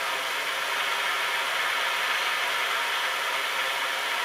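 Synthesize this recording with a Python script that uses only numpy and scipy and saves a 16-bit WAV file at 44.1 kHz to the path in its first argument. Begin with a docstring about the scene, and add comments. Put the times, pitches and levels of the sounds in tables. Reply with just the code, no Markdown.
"""A hand-held gas torch burns against a copper pipe joint, outdoors in front of a cardboard screen.
From the start the flame roars under the hiss of the gas jet, both hollowed by short, close echoes,
with a faint high whine on top. Around 0.7 s the flame settles on the joint: the mids lift and breathy
whistles come in. It swells near 2 s as it plays fully on the pipe, with a brief bright edge. The hot
joint spits once at 2.6 s and the roar eases back. Quick flares and sags ruffle it throughout."""
import sys
import numpy as np
from scipy import signal
from scipy.fft import rfft, irfft
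from scipy.io import wavfile

SR = 44100
rng = np.random.default_rng(int(sys.argv[2]) if len(sys.argv) > 2 else 0)


def waveform_to_disk(signal):
    """Save audio, clipped to [-1, 1], as 16-bit WAV at the path in sys.argv[1]."""
    frames = np.transpose(np.atleast_2d(signal))
    scaled = np.clip(frames, -1, 1) * 32767
    samples = np.round(scaled).astype(np.int16)
    wavfile.write(sys.argv[1], SR, samples)


N = 187028
TIME = np.arange(N) / SR
FREQ = np.maximum(np.arange(N // 2 + 1) * SR / N, 1)


def flame(space, burn_db=-39, rush_db=-28.5, split_hz=850, flicker_db=0.12, eddy_db=0.23):
    """Turbulent burning: a low burn for body, under a midrange rush that flickers, flares and whistles."""
    # tone of the roar: (frequency [Hz], relative level [dB])
    roar_curve = [(30, -36), (100, -29), (190, -18.5), (230, -26), (410, -10.5), (900, -4.5), (1710, 0),
                  (3490, 0.2), (3830, -14.5), (6000, -30), (12000, -65)]
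    # quick flares of the flame: (time [s], half-width [s], lift [dB])
    flares = [(0.488, .009, 2.5), (0.808, 0.0092, 2.5), (0.926, 0.0084, 3.5), (1.06, .06, 1),
              (1.24, .05, 1), (2.11, 0.012, 3.5), (2.642, .012, 1), (2.93, .04, 1), (3.058, 0.017, 2.2),
              (3.6, 0.019, 2)]
    # quick sags of the flame: (time [s], half-width [s], change [dB])
    sags = [(0.445, .02, -1.8), (3.105, 0.013, 0), (3.18, .025, -1.2), (3.42, .025, -0.5),
            (3.995, .018, -1.7)]
    roar = colour(roar_curve) * space
    low_share = 1 / (1 + (FREQ / split_hz) ** 20)
    burn = unit(noise(roar * np.sqrt(low_share)))
    burn *= undb(burn_db - 0.5 * fade_in(2.7, 0.3))  # thins as the swell passes
    rush = unit(noise(roar * np.sqrt(1 - low_share)))
    force_db = pipe_contact() + sum(db * bump(at_s, width_s) for at_s, width_s, db in flares + sags)
    # the flame tip flickers slowly, while small eddies roughen it
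    unrest_db = flicker_db * drift(24) + eddy_db * drift(170)
    rush *= undb(rush_db + force_db + unrest_db)
    return burn + rush + joint_whistles(force_db)


def pipe_contact(unsettled_db=-1.07, swell_db=1.22):
    """Level ride of the rush in dB: the flame settles, swells as it plays fully on the pipe, eases back."""
    return unsettled_db * (1 - settled()) + swell_db * bump(2.05, 0.72)


def settled():
    """How far the flame has settled on the joint, from 0 to 1."""
    return fade_in(0.7, 0.14)


def joint_whistles(force_db, growth=1.6):
    """Breathy resonances that speak once the flame is on the joint and grow faster than the rush."""
    # whistles of the flame on the joint: (frequency [Hz], width [Hz], base level [dB])
    whistles = [(1350, 53, -48), (1756, 42, -43), (2156, 49, -49), (3250, 40, -50.5)]
    return noise_bands(whistles) * settled() * undb(growth * force_db)


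def gas_jet(space, level_db=-41.0, flicker_db=0.15, eddy_db=0.94):
    """Gas leaving the tiny orifice: a fine-grained treble hiss, steady wherever the flame points."""
    # tone of the jet: (frequency [Hz], relative level [dB])
    hiss_curve = [(2500, -28), (4010, 3), (4900, -0.3), (5990, 1.3), (6450, -1.2), (7430, -2.5), (7670, -8),
                  (7940, -6), (8440, -8), (8900, -3.5), (9580, -2), (10800, -4), (11220, -3.5),
                  (11460, -11), (11890, -3), (12190, -1.2), (12620, -11), (12880, -6), (13600, -6.5),
                  (14080, -13), (15600, -17.5)]
    hiss = unit(noise(colour(hiss_curve) * space * ground_scatter()))
    return hiss * undb(level_db + flicker_db * drift(12) + eddy_db * drift(380))


def bright_edge():
    """A brief sheen on the hiss near the top of the swell."""
    # bands of the sheen: (frequency [Hz], width [Hz], level at its height [dB])
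    bands = [(2850, 110, -47), (3130, 110, -46), (4120, 200, -47), (5970, 200, -54)]
    return noise_bands(bands) * bump(2.2, 0.16)


def joint_spit():
    """One tiny pop at the hot joint, ringing for a few milliseconds."""
    # the pop: (time [s], pitch [Hz], decay [s], peak level [dB])
    pop = (2.584, 8600, .005, -37)
    at_s, hz, decay_s, db = pop
    age = np.maximum(TIME - at_s, 0)
    return undb(db) * np.exp(-age / decay_s) * np.sin(2 * np.pi * hz * age)


def hollow_colour(dull_hz=8000):
    """Unmoving colour: direct sound plus close echoes, through narrow peaks and notches."""
    # echoes off cardboard, compressor shell and ground: (delay [ms], gain [linear])
    echoes = [(1.681, 0.12), (1.925, 0.11), (3.167, 0.043), (4.018, 0.06), (4.381, 0.068), (7.333, 0.13),
              (7.48, 0.12), (10.433, 0.072), (11.215, 0.068), (15.194, 0.17)]
    # peaks and notches: (frequency [Hz], width [Hz], gain [dB]); up to 5.6 kHz, the burner and its nook;
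    # the last peak is heard as a thin, faint, steady high whine near 15.1 kHz
    peaks_and_notches = [(289.3, 36, 8), (398, 23, 4), (533, 44, 4.5), (680, 33.5, 12.5), (687, 36, -12.2),
                         (731, 19, 7.5), (754, 15, -7), (868, 34, -5), (948, 138, 7.5), (1003, 18, -8.5),
                         (1050, 30, 1.5), (1148, 18, -5), (1217, 15, -6.5), (1232, 19, 6.5), (1290, 14, -4),
                         (1360, 140, 7.0), (1404, 17, -6), (1580, 22, -6.5), (1607, 21, 5.5),
                         (1753, 36, 4.5), (1853, 45, -3.5), (1883, 23, 4), (1950, 22, -5.5), (1994, 70, 2),
                         (2103, 26, -6), (2144, 58, 7), (2280, 17, 2), (2340, 30, 3), (2363, 14, -12),
                         (2444, 51, -8), (2533, 58, 3), (2680, 157, -6.5), (2675, 20, 4.5), (2832, 13, -6),
                         (2875, 30, 1), (2960, 50, -3), (3050, 20, -6), (3198, 40, -11), (3230, 31, 5.5),
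                         (3290, 20, -5), (3410, 30, 2), (3460, 43, -10.5), (3560, 25, -14), (3650, 25, 1.5),
                         (4020, 114, 5), (4270, 76, -7), (4400, 41, 6), (4455, 22, -10), (4510, 46, 7.5),
                         (4585, 22, -8), (4580, 30, 6), (4720, 36, 1.5), (4780, 51, 5), (5600, 30, -7),
                         (15139, 65, 9)]
    reflected = sum(gain * np.exp(-2j * np.pi * FREQ * ms / 1000) for ms, gain in echoes)
    # rough and curved surfaces scatter the highest treble away
    paths = 1 + reflected / np.sqrt(1 + (FREQ / dull_hz) ** 2)
    return paths * undb(sum(db * bell(hz, width) for hz, width, db in peaks_and_notches))


def ground_scatter(tail_db=-10.5, decay_s=0.01, dull_hz=8000):
    """Clutter and ground litter add a short diffuse tail that finely ripples the spectrum of the hiss."""
    tail = rng.standard_normal(N) * np.exp(-TIME / decay_s)
    tail /= np.linalg.norm(tail)
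    return 1 + undb(tail_db) * rfft(tail) / np.sqrt(1 + (FREQ / dull_hz) ** 4)


def noise_bands(bands):
    """A stack of breathy noise bands, one for each (frequency [Hz], width [Hz], level [dB])."""
    return sum(undb(db) * unit(noise(bell(hz, width))) for hz, width, db in bands)


def noise(gain):
    """Gaussian noise with the given gain at each frequency."""
    return irfft(rfft(rng.standard_normal(N)) * gain, N)


def drift(rate_hz):
    """Random wobble of rms 1, rolling off above rate_hz."""
    return unit(noise(1 / (1 + (FREQ / rate_hz) ** 4)))


def colour(points):
    """EQ curve through (frequency [Hz], level [dB]) points on a log-frequency axis."""
    hz, db = np.transpose(points)
    return undb(np.interp(np.log(FREQ), np.log(hz), db))


def bell(hz, width_hz):
    """Shape of one resonance, 1 at its centre."""
    return 1 / (1 + (2 * (FREQ - hz) / width_hz) ** 2)


def bump(at_s, half_width_s):
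    """Smooth rise and fall, reaching 1 at at_s."""
    return np.exp(-((TIME - at_s) / half_width_s) ** 2)


def fade_in(at_s, ease_s):
    """Smooth rise from 0 to 1, halfway at at_s."""
    return (1 + np.tanh((TIME - at_s) / ease_s)) / 2


def undb(db):
    """Decibels to gain."""
    return 10 ** (np.asarray(db) / 20)


def unit(x):
    """Scale to rms 1."""
    return x / np.std(x)


def scene():
    """Mono mix: flame and jet share one colour, with the sheen and the spit laid on top."""
    space = hollow_colour()
    return (flame(space) + gas_jet(space) + bright_edge() + joint_spit())[None]


def record(dry):
    """A steep high cut takes off the topmost air."""
    cutoff_hz = 15650
    high_cut = signal.ellip(12, .1, 90, cutoff_hz, fs=SR, output="sos")
    return signal.sosfilt(high_cut, dry)


dry = scene()
out = record(dry)
waveform_to_disk(out)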